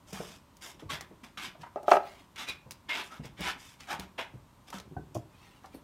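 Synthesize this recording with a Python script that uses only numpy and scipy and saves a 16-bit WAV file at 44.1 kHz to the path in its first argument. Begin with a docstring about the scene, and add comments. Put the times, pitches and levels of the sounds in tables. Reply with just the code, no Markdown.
"""Two people shuffle across the gritty concrete floor of a cluttered garage and shift a heavy case.
Over a quiet rumble, soles scrape, tap and thud from the start; grit snaps and rubber squeaks briefly.
From 1.6 s jackets rustle, and just before 2 s something hollow is knocked nearby and rattles.
After more steps, near 5 s, the case is dragged, tipped against a shelf and set down. Last, a small
metal fitting clinks as the case is let go. The stored things keep the room's echo short."""
import sys
import numpy as np
from scipy import signal
from scipy.fft import rfft, irfft, next_fast_len
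from scipy.io import wavfile

SR = 44100
rng = np.random.default_rng(int(sys.argv[2]) if len(sys.argv) > 2 else 0)


def transcribe(u):
    """Save the signal u as a 16-bit wav file named by the first command-line argument.

    u: samples, shape (n,) or (channels, n), limited to [-1, 1]; the rate is SR.
    q: integer samples, one column per channel.
    """
    v = np.clip(np.atleast_2d(u).T, -1, 1)
    q = np.round(v * 32767).astype(np.int16)
    wavfile.write(sys.argv[1], SR, q)


N = 257385
TIME = np.arange(N) / SR
SHOT = TIME[:SR // 2]  # half a second: the clock for one short sound


def undb(db):
    """Turn decibels into a number to multiply by."""
    return 10 ** (np.asarray(db) / 20)


def unit(x):
    """Scale x to an average strength (rms) of 1."""
    return x / np.sqrt(np.mean(x ** 2))


def along(points, hz):
    """Read between the (f/Hz, value) rows of a table, with octaves evenly spaced."""
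    f, value = np.transpose(points)
    return np.interp(np.log(hz + 1), np.log(f), value)


def colour(x, points):
    """Shape the tone of x by (f/Hz, level/dB) rows; clicks keep their sharp start."""
    size = next_fast_len(len(x) + 2048, True) * 2
    gains = undb(along(points, np.fft.rfftfreq(size, 1 / SR)))
    cepstrum = irfft(np.log(gains))
    cepstrum[1:size // 2] *= 2  # folded so the filter rings only after a click
    cepstrum[size // 2 + 1:] = 0
    return irfft(rfft(x, size) * np.exp(rfft(cepstrum)))[:len(x)]


def band(x, hz, kind="bandpass", order=2):
    """Keep what lies between, below or above the given frequencies."""
    return signal.sosfilt(signal.butter(order, np.minimum(hz, SR / 2 - 1), kind, fs=SR, output="sos"), x)


def fade(t60):
    """A dying sound; t60, the fade time, is the seconds it takes to drop 60 dB."""
    return np.exp(-np.log(1000) * SHOT / max(t60, 1 / SR))


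def add(out, s, x):
    """Mix x into out, starting at s seconds."""
    i = max(int(s * SR), 0)
    out[i:i + len(x)] += x[:max(N - i, 0)]


def grains(rate, spread_db):
    """Random clicks, about rate a second; spread_db makes a few louder (+) or softer (-)."""
    sizes = undb(spread_db * np.minimum(rng.exponential(size=N), 4))
    return unit((rng.random(N) < rate / SR) * sizes * rng.standard_normal(N))


def shifting(x, depth_db, width_hz, hold_s):
    """Narrow bands of x grow and shrink as the rubbing surfaces touch in new places."""
    _, _, frames = signal.stft(x, nperseg=1024, noverlap=768)
    peaks = rng.standard_normal(frames.shape)
    for axis, span in enumerate((width_hz * 1024 / SR, hold_s * SR / 256)):
        keep = np.exp(-1 / span)
        peaks = signal.lfilter([1], [1, -keep], peaks, axis=axis)  # smooth over pitch, then time
    return signal.istft(frames * undb(depth_db * unit(peaks)), nperseg=1024, noverlap=768)[1][:N]


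def stroke(start, push_s, glide_s, t60, sag_db_per_s=50.5):
    """Loudness of one slide: it swells with the push, sags as friction slows it, then dies."""
    age = TIME - start
    swell = np.clip(age / max(push_s, 1 / SR), 0, 1) ** 1.54
    sag = undb(-sag_db_per_s * np.clip(age - push_s, 0, glide_s))
    return swell * sag * np.exp(-np.log(1000) * np.maximum(age - push_s - glide_s, 0) / t60)


def bumps(table, t60, width, rise_s, rough):
    """Dull blows: each is one dying tone, roughened by the uneven contact."""
    out = np.zeros(N)
    swell = fade(t60) * (1 - np.exp(-SHOT / rise_s))
    for s, db, hz in table:
        tone = swell * np.sin(2 * np.pi * hz * SHOT)
        rattle = band(rng.standard_normal(len(SHOT)) * swell, [hz / (1 + width), hz * (1 + width)])
        add(out, s, undb(db) * (tone + rough * np.std(tone) * unit(rattle)))
    return out


def ring(notes, rise_s):
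    """A struck object: its own notes swell while the blow spreads through it, then die."""
    tones = sum(undb(db) * fade(t60) * np.sin(2 * np.pi * hz * SHOT) for hz, db, t60 in notes)
    return tones * (1 - np.exp(-SHOT / rise_s))


def shaken(blows, rise_s, t60):
    """Loudness of loose parts shaken by blows: their energy adds up and drains away."""
    energy = np.zeros(N)
    for s, db, *_ in blows:
        add(energy, s, (undb(db) * fade(t60) * (1 - np.exp(-SHOT / rise_s))) ** 2)
    return np.sqrt(energy)


# tone of the background: f/Hz, level/dB
AIR_TONE = [(15, -29), (25, -4), (76, 3.5), (270, -2.5), (476, -14), (560, -9), (754, -13.5), (962, -5.5),
            (1650, -19), (3720, -22.5), (4870, -26), (9320, -28), (10400, -33), (13200, -29), (16000, -41)]
def air():
    """The room rumbles quietly and the microphone hisses."""
    return undb(-59.5) * unit(colour(rng.standard_normal(N), AIR_TONE))


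# tone of a sole rubbing concrete: f/Hz, level/dB
SCRAPE_TONE = [(150, -29), (250, -9), (386, -9), (468, -15.5), (761, -6), (1420, -7), (1550, -5.5),
               (2020, -4.5), (2160, -2.5), (3840, -9), (4900, -12.5), (5350, -17), (7000, -18),
               (10400, -24.5), (13400, -26), (16000, -40.5)]
# soles sliding: t/s, push/s, glide/s, level/dB, extra weight/dB, extra grit/dB
SOLE_SLIDES = [(0.061, 0.023, 0.047, -67, 4.5, 8), (0.119, 0.016, .23, -51, -1, 0.5),
               (0.605, 0.024, 0.075, -52.5, -2, 3), (0.792, 0.0044, 0.0043, -58, 2.5, -5),
               (0.889, 0.016, 0.043, -39.5, -3, -7.5), (1.003, 0.0071, 0.016, -57, 3, -15),
               (1.229, 0.011, 0.0062, -53, -1, -5.5), (1.371, 0.0033, 0.038, -43.5, -7, -11),
               (1.403, 0.027, 0.032, -41, -6.5, -7.5), (2.355, 0.0074, 0.0044, -47.5, -17, -18),
               (2.361, 0.031, 0.039, -42.5, -7, -7.5), (2.457, 0.025, 0.026, -44, -8, -8),
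               (2.885, 0.0089, 0.052, -35, -9, -17), (2.921, 0.021, 0.066, -37, -3.5, -13),
               (3.02, .02, 0.033, -57.5, -1, 2), (3.102, 0.014, 0.052, -54.5, 2, -7),
               (3.22, 0.025, 0.015, -53.5, 1, -7.5), (3.357, 0.12, 0.023, -35, -5, -10.5),
               (3.56, 0.05, 0.13, -59, -11, 1.5), (3.863, 0.05, 0.018, -42, 5, -5.5),
               (3.985, 0.01, 0.036, -54.5, -0.5, -5), (4.175, 0.013, 0.022, -39, -3, -14.5),
               (4.662, 0.019, .012, -62, -0.5, 1.5), (4.720, .01, 0.043, -55, 5, 0),
               (5.143, 0.0051, 0.004, -67, -1, 16)]
def scuffs():
    """Grit rolls under a sliding sole: weight brings out the low rasp, loose grains the bite and hiss."""
    rub = shifting(grains(rate=9000, spread_db=2.1), depth_db=3.3, width_hz=68, hold_s=0.024)
    rub = colour(rub, SCRAPE_TONE)
    rasp = unit(band(rub, 1250, "lowpass", order=4))
    scrape = unit(band(rub, [1250, 3400], order=4))
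    bite = undb(-0.76) * unit(band(rub, [3400, 5600], order=4))
    hiss = unit(band(rub, 5200, "highpass", order=4))
    sliding, pressing, rolling = np.zeros((3, N))
    for start, push_s, glide_s, db, weight_db, grit_db in SOLE_SLIDES:
        slide = undb(db) * stroke(start, push_s, glide_s, t60=0.18)
        roll = undb(db + grit_db) * stroke(start, push_s, glide_s, t60=0.16)  # loose grit stops first
        sliding = np.maximum(sliding, slide)
        pressing = np.maximum(pressing, undb(weight_db) * slide)
        rolling = np.maximum(rolling, roll)
    return sliding * scrape + pressing * rasp + np.sqrt(sliding * rolling) * bite + rolling * hiss


# light blows: t/s, level/dB, f/Hz
LIGHT_TAPS = [(0.126, -41, 435), (0.202, -32.5, 473), (0.746, -48, 284), (0.823, -41, 315),
              (1.111, -43, 327), (1.549, -48.5, 643), (1.632, -38, 952), (1.663, -45, 1020),
              (2.203, -52, 260), (2.662, -51, 520), (3.197, -41, 251), (3.244, -45.5, 480),
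              (3.392, -41, 306), (3.934, -36.5, 920), (4.186, -33.5, 660), (4.335, -47.5, 327),
              (4.727, -37, 928), (5.175, -42, 313), (5.642, -41.5, 768), (5.743, -43, 324)]
def taps():
    """Shoes and stored things tap, each with a short, rough note."""
    return bumps(LIGHT_TAPS, t60=0.1, width=0.66, rise_s=0.0017, rough=0.96)


# heels and soles landing: t/s, level/dB, f/Hz
LANDINGS = [(0.129, -36.5, 191), (0.195, -35, 181), (0.832, -42, 144), (0.856, -37, 95),
            (0.925, -37.5, 145.5), (1.105, -49, 243), (1.231, -45.5, 234), (1.376, -48.5, 203),
            (1.477, -48, 186), (1.594, -44, 153), (2.39, -49, 237), (2.66, -45.5, 134.4),
            (3.196, -32.5, 146), (3.247, -38.5, 126), (3.386, -42, 122), (3.401, -30, 177.7),
            (3.559, -47, 263), (3.93, -44, 151), (3.99, -34.5, 188), (4.341, -36.5, 125), (4.742, -36, 191),
            (5.741, -40, 272)]
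def footfalls(thump_hz=69.1):
    """Each landing is a thud of the shoe over a deeper thump of the walker's weight."""
    thuds = bumps(LANDINGS, t60=0.13, width=1.1, rise_s=0.00165, rough=0.4)
    thumps = [(s, db - 12.5, thump_hz) for s, db, _ in LANDINGS]
    return thuds + bumps(thumps, t60=0.22, width=0.4, rise_s=0.0065, rough=0.4)


# tone of breaking grit: f/Hz, level/dB
GRIT_TONE = [(500, -2), (1500, -4.5), (3300, -5.5), (5000, -3.5), (6500, -6.5), (10000, -10.5),
             (15500, -15.5)]
# grains crushed under a sole: t/s, level/dB, extra treble/dB
GRIT_SNAPS = [(0.130, -44.5, 14), (0.569, -59.5, 18), (1.009, -29.5, -1.5), (1.618, -40.5, -28),
              (1.830, -51, 8), (2.36, -37, -8), (2.487, -26.5, -6), (2.496, -25.5, -22), (2.709, -30, 3),
              (2.719, -39.5, 6.5), (3.256, -40.5, 0.5), (3.407, -42.5, 12), (3.806, -33.5, -22),
              (3.997, -27.5, -4), (4.703, -34, -4), (4.741, -33, -9), (4.784, -33, -14), (4.8, -32, -15),
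              (5.658, -42, -5)]
def snaps():
    """A grain breaks in an instant; its crumbs crackle after it."""
    out = np.zeros(N)
    shape = fade(0.018) + undb(-11) * fade(0.11)
    for s, db, treble_db in GRIT_SNAPS:
        burst = colour(rng.standard_normal(len(SHOT)) * shape, GRIT_TONE)
        treble = band(burst, 5800, "highpass", order=1)
        add(out, s, undb(db) * (burst + (undb(treble_db) - 1) * treble))
    return out


# a sole catching on the floor: t/s (loudest moment), level/dB, f/Hz, half-length/s
SOLE_SQUEAKS = [(0.904, -37, 1112, 0.011), (2.498, -35.5, 2464, 0.019), (2.498, -35.5, 3900, 0.014),
                (2.915, -29.5, 2144, 0.017), (3.125, -45.5, 1300, 0.018), (3.472, -37, 985, 0.022)]
def squeaks():
    """Rubber sticks and slips at an unsteady rate, making a brief, wavering note."""
    out = np.zeros(N)
    waver = unit(band(rng.standard_normal(N), 342, "lowpass"))
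    for s, db, hz, half_s in SOLE_SQUEAKS:
        phase = 2 * np.pi * np.cumsum(hz * (1 + 0.032 * waver)) / SR
        out += undb(db) * np.exp(-((TIME - s) / half_s) ** 2) * np.sin(phase)
    return out


# tone of rubbing cloth: f/Hz, level/dB
CLOTH_TONE = [(290, -33), (500, -27), (538, -23), (708, -3), (1110, -6.5), (2980, -5.5), (4870, -13.5),
              (6700, -17), (16000, -27.5)]
# jackets moving: t/s, push/s, glide/s, level/dB
JACKET_RUBS = [(1.587, 0.028, 0.011, -57.5), (1.856, 0.062, .005, -36), (1.991, 0.086, 0.14, -54.5),
               (3.783, .02, 0.069, -54), (5.231, 0.22, 0.13, -59.5), (5.61, .03, 0.035, -65.5),
               (5.708, .032, 0.013, -61)]
def jackets():
    """Cloth slides over cloth in a fine, soft hiss."""
    rub = shifting(grains(rate=14000, spread_db=4.5), depth_db=5.5, width_hz=40, hold_s=0.025)
    moving = sum(undb(db) * stroke(s, push, glide, t60=0.22) for s, push, glide, db in JACKET_RUBS)
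    return moving * unit(colour(rub, CLOTH_TONE))


# notes the hollow thing rings with: f/Hz, level/dB, fade time/s
HOLLOW_NOTES = [(265, -20, 0.037), (404, -11, 0.058), (615, -8, 0.077), (697, 3, 0.029), (826.5, -11, 0.14),
                (1225, -13, 0.057), (1278, -3, 0.032), (1422, -19.5, 0.05), (1598, -12.5, .045),
                (1935, -8, 0.018), (2333, -15.5, .035), (2650, -12.5, 0.0344), (3520, -20, 0.017)]
# tone of the crack as it is hit: f/Hz, level/dB
CRACK_TONE = [(200, -21.5), (450, -12), (750, 16), (1400, 0), (2500, -7.5), (4500, -8.5), (6000, -3),
              (7500, -29.5), (15500, -16)]
# knocks on it: t/s, level/dB, f/Hz (muffled above this; higher for a harder hit)
HOLLOW_KNOCKS = [(1.7588, -16.5, 454), (1.7708, -23.5, 505), (1.831, -29.5, 510), (1.842, -31.5, 550),
                 (1.8808, -9, 940), (1.9148, -9, 3670), (1.9176, -4.5, 2920), (1.9335, -12, 1900),
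                 (1.9528, -13, 1100), (1.9675, -14, 1700)]
def knocks():
    """The hollow thing is hit and rattles; softer hits lose the high notes and the crack."""
    body = band(ring(HOLLOW_NOTES, rise_s=0.0011), 290, "highpass")  # its ring keeps no deep bass
    dull_body = band(body, 800, "lowpass", order=1)
    rattle = signal.fftconvolve(grains(rate=560, spread_db=-7), dull_body)[:N]
    out = undb(-20.5) * shaken(HOLLOW_KNOCKS, rise_s=0.009, t60=0.16) * unit(rattle)
    for s, db, hard_hz in HOLLOW_KNOCKS:
        crack = undb(-5.5) * colour(rng.standard_normal(len(SHOT)) * fade(0.018), CRACK_TONE)
        knock = band(body, hard_hz, "lowpass") + band(crack, hard_hz, "lowpass", order=1)
        add(out, s, undb(db) * knock)
    return out


# tone of the case's rumble: f/Hz, level/dB
RUMBLE_TONE = [(41, -52.5), (70, -8), (145, -2), (209, -13), (372, -9.5), (566, -28), (874, -33),
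               (2000, -57), (2600, -61), (4400, -120)]
# notes the shelf and the case ring with: f/Hz, level/dB, fade time/s
SHELF_NOTES = [(145.4, -5.5, 0.16), (384, 2.5, 0.05), (580, -7.5, 0.057), (732, 11, 0.035), (773, 5, 0.041),
               (910, -19, 0.04), (1520, -3.5, 0.052)]
CASE_NOTES = [(115, -1.5, 0.11), (179, -13, 0.1), (334, -3, 0.07), (619, 7, 0.042), (680, 2, 0.053),
              (1010, -13, 0.058), (1070, -7, 0.049)]
def heavy_case():
    """The case grinds over the floor, nudges the shelf and lands; its contents jostle at each bump."""
    nudge, landing = (4.966, -24), (5.151, -16.5)  # t/s, level/dB
    dragged = undb(-49) * stroke(start=4.77, push_s=0.16, glide_s=0.31, t60=0.15)
    bumped = undb(-17) * shaken([nudge, landing], rise_s=0.0035, t60=0.15)
    rumble = unit(colour(grains(rate=300, spread_db=-0.5), RUMBLE_TONE))
    out = (dragged + bumped) * rumble
    for (s, db), notes in ((nudge, SHELF_NOTES), (landing, CASE_NOTES)):
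        jostle = 1 + 0.45 * unit(band(rng.standard_normal(len(SHOT)), 160, "lowpass"))
        add(out, s, undb(db) * ring(notes, rise_s=0.021) * jostle)
    return out


# notes of the small metal piece: f/Hz, level/dB, fade time/s
METAL_NOTES = [(4400, -4, 0.13), (9351, -5, .2), (10060, -12, .2), (12200, -7, .2), (14080, -1, .09)]
def clink(at_s=5.742):
    """A light piece of metal rings high and faint as the case is let go."""
    out = np.zeros(N)
    add(out, at_s, undb(-55) * ring(METAL_NOTES, rise_s=0.004))
    return out


# how long the room rings: f/Hz, fade time/s
ECHO_FADES = [(100, 0.55), (700, 0.35), (3000, 0.35), (6000, 0.077), (14000, 0.14)]
def garage(x):
    """Echoes scattered by the clutter build up quickly; each octave fades in its own time."""
    tail = 0
    for hz in 60 * 2. ** np.arange(9):
        octave = band(rng.standard_normal(len(SHOT)), [hz / np.sqrt(2), hz * np.sqrt(2)])
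        tail = tail + octave * fade(along(ECHO_FADES, hz))
    tail = tail * np.clip((SHOT - 0.004) / 0.019, 0, 1)
    return signal.fftconvolve(x, tail / np.sqrt(np.sum(tail ** 2)))[:N]


def scene():
    """Every sound is heard directly; all but the jackets and the background also echo."""
    slides = scuffs() + squeaks()
    steps = taps() + footfalls()
    grit = snaps()
    hollow = knocks()
    case = heavy_case() + clink()
    echo = garage(undb(-17) * slides + undb(-15) * steps + undb(-16.5) * grit
                  + undb(-19) * hollow + undb(-21) * case)
    return (air() + slides + steps + grit + jackets() + hollow + case + echo)[None]


def record(dry):
    """The microphone drops the deepest bass and the recorder cuts the highest treble."""
    treble_cut = signal.ellip(10, 0.2, 70, 15850, fs=SR, output="sos")
    return signal.sosfilt(treble_cut, band(dry, 36, "highpass", order=3))


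dry = scene()
out = record(dry)
transcribe(out)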